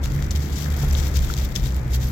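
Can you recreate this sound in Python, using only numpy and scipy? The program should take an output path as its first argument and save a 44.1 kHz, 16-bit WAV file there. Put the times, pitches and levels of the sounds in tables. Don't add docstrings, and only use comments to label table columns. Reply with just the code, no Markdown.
import sys
import numpy as np
from scipy import signal
from scipy.fft import rfft, irfft, next_fast_len
from scipy.io import wavfile
from scipy.ndimage import uniform_filter1d

SR = 44100
rng = np.random.default_rng(int(sys.argv[2]) if len(sys.argv) > 2 else 0)


def attenuation_scalar(level_db):
    decades = np.asarray(level_db, float) / 20
    return 10 ** decades


def generate_wav(signal):
    frames = np.transpose(np.atleast_2d(signal))
    scaled = np.clip(frames, -1, 1) * 32767
    pcm = np.round(scaled).astype(np.int16)
    wavfile.write(sys.argv[1], SR, pcm)


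N = 93403
CLUSTERS_PER_S = 320


def colour(x, points, causal=False):
    n = next_fast_len(x.shape[-1] + 4096) // 2 * 2
    f_hz, gain_db = np.array(points, float).T
    bins_hz = np.arange(n // 2 + 1) * SR / n
    log_gain = np.log(attenuation_scalar(np.interp(np.log(bins_hz + 1), np.log(f_hz), gain_db)))
    if causal:
        cepstrum = irfft(log_gain, n)
        cepstrum[1:n // 2] *= 2
        cepstrum[n // 2 + 1:] = 0
        log_gain = rfft(cepstrum)
    return irfft(rfft(x, n) * np.exp(log_gain), n)[..., :x.shape[-1]]


def band(x, hz, width_hz):
    return signal.lfilter(*signal.iirpeak(min(hz, .45 * SR), hz / width_hz, SR), x)


def unit(x):
    return x / np.sqrt(np.mean(x ** 2))


def walk(rate_hz):
    k = int(SR / rate_hz)
    steps = np.repeat(rng.standard_normal(N // k + 1), k)
    return unit(uniform_filter1d(uniform_filter1d(steps, k), k)[:N])


def sides(pan_db):
    return attenuation_scalar(np.array([pan_db, -pan_db]) / 2)


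def decay(d_s, t60_s):
    return np.exp(-np.log(1000) * d_s / t60_s)


def grains(low_hz, count):
    spread_db, top_db, lag_s = 3, 10.5, .0005
    out = np.zeros((2, N))
    for hz in low_hz * 1.63 ** np.arange(5):
        u = rng.random((count, 4))
        at = (u[:, 0] * N).astype(int)
        lag = ((2 * u[:, 2] - 1) * lag_s * SR).astype(int)
        size = attenuation_scalar(np.minimum(-spread_db * np.log(u[:, 1] + 1e-9), top_db)) * np.sign(u[:, 3] - .5)
        hits = np.zeros((2, N))
        np.add.at(hits[0], at, size)
        np.add.at(hits[1], np.clip(at + lag, 0, N - 1), size)
        out += band(band(hits, hz, 0.45 * hz), hz, 1.5 * hz) * hz ** -.25
    return unit(out)


def trickle(t):
    # t/s, level/dB, left-right/dB
    effort = [(0.0, -68, -14), (0.15, -46, 1), (0.259, -50.5, -1), (.295, -56, 3), (.33, -49, 0),
              (0.5, -46.5, 2.5), (.7, -47, 0.5), (0.88, -44, -2), (1.05, -45.5, 2), (1.2, -44.5, 3.5),
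              (1.35, -46.5, -1), (1.5, -52, 3.5), (1.68, -48.5, 3), (1.8, -52, -0.5), (1.97, -49.5, 1),
              (2.12, -45, -6)]
    patchy_db, cluster_db, hiss_db, trickle_db = 1.65, 3, -9, 4.5
    s, db, pan_db = np.array(effort).T
    flow = grains(2030, count=2500) * attenuation_scalar(patchy_db * walk(29.67) + cluster_db * walk(CLUSTERS_PER_S))
    dust = unit(colour(rng.standard_normal((2, N)), [(900, -34), (2500, 17)]))
    flow = flow + attenuation_scalar(hiss_db) * dust * attenuation_scalar(0.84 * walk(12.5))
    return flow * attenuation_scalar(np.interp(t, s, db) + trickle_db) * sides(np.interp(t, s, pan_db))


def crunches(t):
    # peak t/s, level/dB, rise/s, fall/s, left-right/dB
    clods = [(0.038, -21.5, 0.0058, 0.02, 1.5), (.112, -30.5, 0.0091, 0.0085, 0),
             (.43, -27, 0.03, 0.029, -2), (0.249, -28.5, 0.019, 0.0053, 1), (0.316, -23.5, 0.0025, 0.01, 3),
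             (0.359, -20, 0.0068, 0.0096, -2), (.57, -25.5, 0.012, 0.047, 0.5), (.63, -20, 0.032, 0.019, 0),
             (.79, -26, 0.021, 0.031, 0), (.833, -22, .008, 0.0083, 1), (0.979, -19.5, 0.0077, 0.024, 4),
             (1.07, -24.5, 0.027, 0.014, 4), (1.169, -17.5, 0.012, 0.0064, 5.5),
             (1.24, -28.5, 0.025, 0.013, 4), (1.32, -23, 0.022, 0.0081, -0.5),
             (1.382, -21, 0.0081, 0.022, 1), (1.449, -25.5, 0.0059, 0.011, 5.5),
             (1.558, -14.5, 0.0034, .013, 1.5), (1.549, -24, 0.0021, .004, -4),
             (1.589, -24, 0.011, 0.0062, 0.5), (1.66, -20.5, 0.012, 0.016, -1),
             (1.949, -15.5, 0.012, 0.008, -5), (2.017, -23, 0.0051, 0.034, -4.5),
             (2.079, -27, 0.016, 0.017, -9)]
    crunch_db, crunch_hz, body_db, body_hz = -11.5, 5400, 4, 1700
    power = 0
    for s, db, rise_s, fall_s, pan_db in clods:
        d = np.where(t < s, (s - t) / max(rise_s, .001), (t - s) / max(fall_s, .001))
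        power = power + attenuation_scalar(2 * db) * sides(2 * pan_db)[:, None] * np.exp(-d ** 1.21)
    swell = np.sqrt(power)
    dense = grains(2070, count=6000) * attenuation_scalar(2.3 * walk(CLUSTERS_PER_S))
    dense = unit(dense + 0.7 * band(dense, crunch_hz, 2800))
    body = unit(band(band(rng.standard_normal((2, N)), body_hz, 1800), body_hz, 2500))
    body = attenuation_scalar(body_db) * swell * body
    return attenuation_scalar(crunch_db) * swell * (dense + 0.39 * body)


def cracks(events, width, t60_s):
    crack_db, edge = -1, .6
    n = 2048
    out, d_s = np.zeros((2, N + n)), np.arange(n) / SR
    for s, db, hz, pan_db in events:
        hit = 0.25 * rng.standard_normal((2, n)) * decay(d_s, t60_s) + (d_s == 0)
        ring = band(band(hit, hz, min(width * hz, 9000)), hz, min(1.7 * width * hz, 12000))
        ring = ring + edge * min(width, 1) * band(ring, 12000, 6600) * min(hz / 8000, 1)
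        level = attenuation_scalar(db + crack_db - np.array([[0], [pan_db]]))
        at = int(s * SR)
        out[:, at:at + n] += ring / np.abs(ring).max(1, keepdims=True) * level
    return out[:, :N]


def leaf_snaps():
    # t/s, peak/dB, f/Hz, left-right/dB
    leaves = [(.0388, -20.5, 6000, -2), (.2669, -26.5, 5170, 1), (.3086, -12.5, 5400, -2),
              (.3124, -16, 5800, -6.5), (.3153, -22, 6960, 0), (.5653, -23, 6700, 4),
              (.7717, -19, 13700, 0), (.8172, -24, 4900, 3), (.8337, -17, 12100, 6), (.9002, -22, 7500, 3),
              (.9138, -25, 6440, -2), (.9313, -23, 6300, 0), (1.0079, -22.5, 4460, 5),
              (1.0662, -18.5, 11600, 8), (1.0809, -15, 12600, 11), (1.171, -13, 6800, 1),
              (1.1715, -16, 13890, 4), (1.3386, -13, 5907, 3), (1.339, -20, 15000, 4),
              (1.3388, -13.5, 4300, 4), (1.3674, -19.5, 5300, 3), (1.4494, -14, 13890, 3),
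              (1.6381, -24, 4570, 0), (1.7452, -21.5, 6840, 3), (1.9599, -21, 6020, -4),
              (2.0487, -18, 14600, 8)]
    return cracks(leaves, width=0.72, t60_s=0.007)


def twig_ticks():
    # t/s, peak/dB, f/Hz, left-right/dB
    twigs = [(.0584, -15, 2900, -5), (.1205, -19, 4500, 1), (.225, -13, 2900, -1), (.4975, -30, 2270, -3),
             (.5348, -25, 4500, 2), (.766, -16.5, 4300, 5), (.7922, -18, 5000, 1), (.8862, -23, 5000, -1),
             (.9785, -20, 5500, 2), (1.139, -28, 5770, 4), (1.161, -18, 6500, 5), (1.1915, -15, 5330, 5),
             (1.225, -16, 6200, 3), (1.428, -26, 7000, 2), (1.5548, -15, 5200, 0), (1.5575, -23, 5530, 7),
             (1.5625, -28, 5600, 4), (1.6605, -17, 3000, 1), (1.7228, -22, 5000, 1), (1.766, -29, 5500, 1),
             (1.796, -28, 5500, 1), (1.8798, -24.5, 5530, -1), (1.943, -21, 3300, -9),
             (1.956, -20, 12900, -12), (2.012, -25, 4500, -4), (2.071, -24, 7016, -6),
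             (2.089, -22, 11500, -4)]
    return cracks(twigs, width=1.9, t60_s=0.0033)


def pebbles():
    # t/s, peak/dB, f/Hz, left-right/dB
    stones = [(0.19, -27.5, 1800, -1), (0.66, -22, 1750, 0), (.9512, -14.5, 3500, 9),
              (.944, -21.5, 6500, 5), (1, -19, 8000, 2), (1.3, -19, 1500, -1), (1.56, -15, 3600, 3),
              (1.556, -18, 6100, 3), (1.561, -12.5, 5600, 3), (1.152, -23, 5900, 4), (0.91, -22, 5600, 4)]
    return cracks(stones, width=0.21, t60_s=0.0083)


def thud(t):
    # f/Hz, width/Hz, level/dB
    modes = [(150, 74, 9), (346, 42, 1), (790, 170, 3.5), (1400, 120, -4.5)]
    thud_s, thud_db, t60_s, pan_db = .832, -34, 0.07, 4
    d_s = np.maximum(t - thud_s, 0)
    push = rng.standard_normal(N) * decay(d_s, t60_s) * (d_s > 0)
    push = push + 12 * (np.arange(N) == int(thud_s * SR))
    out = 0
    for hz, width_hz, db in modes:
        ring = band(band(push, hz, width_hz), hz, 2 * width_hz)
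        out = out + attenuation_scalar(db) * ring / np.abs(ring).max()
    return out * attenuation_scalar(thud_db) * sides(pan_db)[:, None]


def ground(dig):
    t60_s, tail_db = 0.019, -11
    n = 2048
    tail = rng.standard_normal((2, n)) * decay(np.arange(n) / SR, t60_s)
    tail = tail / np.sqrt(np.sum(tail ** 2, 1, keepdims=True)) * attenuation_scalar(tail_db)
    return signal.fftconvolve(dig, tail, axes=1)[:, :N]


def engine(t):
    # t/s, firing f/Hz, level/dB, second order/dB
    run = [(0, 67.8, -22.5, -5), (.11, 70.8, -27, -1.5), (.2, 70.83, -28, 1), (.28, 72.26, -21, -14),
           (.5, 72.15, -27.5, -4.5), (.7, 72.33, -20.5, -11.5), (.81, 72.12, -25, -2.5),
           (.95, 71.15, -19, -14.5), (1.17, 70.85, -22, -10), (1.3, 66.77, -32.5, -3.5),
           (1.43, 65.76, -23, -5), (1.53, 64.3, -33, -6), (1.68, 64.08, -20.5, -10),
           (1.76, 63.14, -17.5, -28), (1.83, 63.32, -28, -3), (1.95, 63.3, -23, -2), (2.12, 63, -24.5, -3)]
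    wobble, flutter_db, third_db = 0.008, 1.4, -17.5
    s, hz, db, second_db = np.array(run).T
    firing_hz = np.interp(t, s, hz) * (1 + wobble * walk(12.07))
    phase = 2 * np.pi * np.cumsum(firing_hz) / SR
    stack = 0
    for k, order_db in enumerate([0, np.interp(t, s, second_db), third_db]):
        level_db = order_db - 3.5 * k + flutter_db * (k + 2) * walk(25.08)
        stack = stack + attenuation_scalar(level_db) * np.sin((k + 1) * phase + k)
    return np.sqrt(2) * stack * attenuation_scalar(np.interp(t, s, db)) * sides(0.73 * walk(5.1))


def traffic(t):
    # f/Hz, density/dB per Hz
    spectrum = [(25, -2), (50, 0.5), (100, -7), (125, -4.5), (250, -16), (650, -26), (1150, -30),
                (2100, -29), (3000, -40.5)]
    # t/s, rumble/dB
    rumble = [(0.0, -46), (0.04, -28.5), (0.61, -41), (0.71, -36), (0.75, -37), (0.88, -27), (1.18, -33.5),
              (1.2, -22), (1.31, -29.5), (1.34, -41), (1.43, -29), (1.51, -32.5), (1.66, -26.5), (1.7, -40),
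              (1.86, -31), (1.99, -41), (2.05, -31), (2.12, -40)]
    traffic_db, alike_hz = -24.5, 1010
    rumble_below_hz, rumble_mean_db = 60, -32.5
    tyres_from_hz, tyre_fade_db_per_s, roar_rise_db_per_s = 350, 1.46, 1
    pass_s, pass_half_s, pass_db = 0.9, 0.27, 3
    swell_db = np.interp(t, *np.array(rumble).T) - rumble_mean_db
    car_db = pass_db * np.exp(-((t - pass_s) / pass_half_s) ** 2)
    out = 0
    for hz in 28 * 2 ** np.arange(0, 7, .7):
        mid = band(rng.standard_normal(N), hz, hz / 2)
        side = band(rng.standard_normal(N), hz, hz / 2) * np.array([[1], [-1]])
        drift_db_per_s = -tyre_fade_db_per_s if hz > alike_hz else roar_rise_db_per_s * (hz > tyres_from_hz)
        db = 1.2 * walk(6.2) + drift_db_per_s * (t - 1)
        db = db + car_db * (hz > tyres_from_hz) + (hz < rumble_below_hz) * 1.02 * swell_db
        spread = hz / alike_hz
        out = out + attenuation_scalar(db) * (mid + np.clip(spread, .2, 1.1) * side) / np.hypot(1, min(spread, 1))
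    return unit(colour(out, spectrum)) * attenuation_scalar(traffic_db)


def scene():
    t = np.arange(N) / SR
    dig = trickle(t) + crunches(t) + leaf_snaps() + twig_ticks() + pebbles() + thud(t)
    return dig + ground(dig) + engine(t) + traffic(t)


def band_limit(x):
    return signal.sosfilt(signal.butter(12, 16820, fs=SR, output="sos"), x)


def record(dry):
    # f/Hz, gain/dB
    left_port = [(1200, 0), (2600, -0.5), (5600, 2.5), (7500, 2.5), (8900, -12), (12000, -1), (15600, 0.5)]
    right_port = [(300, -0.5), (1500, -4.5), (2600, -7.5), (5000, -7.5), (7500, -10), (9000, -27.5),
                  (12000, 1.5), (15600, -8)]
    top_hz, end_fade_s = 15850, .002
    ports = np.array([colour(dry[0], left_port, causal=True), colour(dry[1], right_port, causal=True)])
    ports = signal.sosfilt(signal.butter(2, 22, "high", fs=SR, output="sos"), ports)
    ports = signal.sosfilt(signal.ellip(10, .3, 45, top_hz, fs=SR, output="sos"), ports)
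    mix = ports * np.clip(np.arange(N)[::-1] / SR / end_fade_s, 0, 1)
    return band_limit(mix)


dry = scene()
out = record(dry)
generate_wav(out)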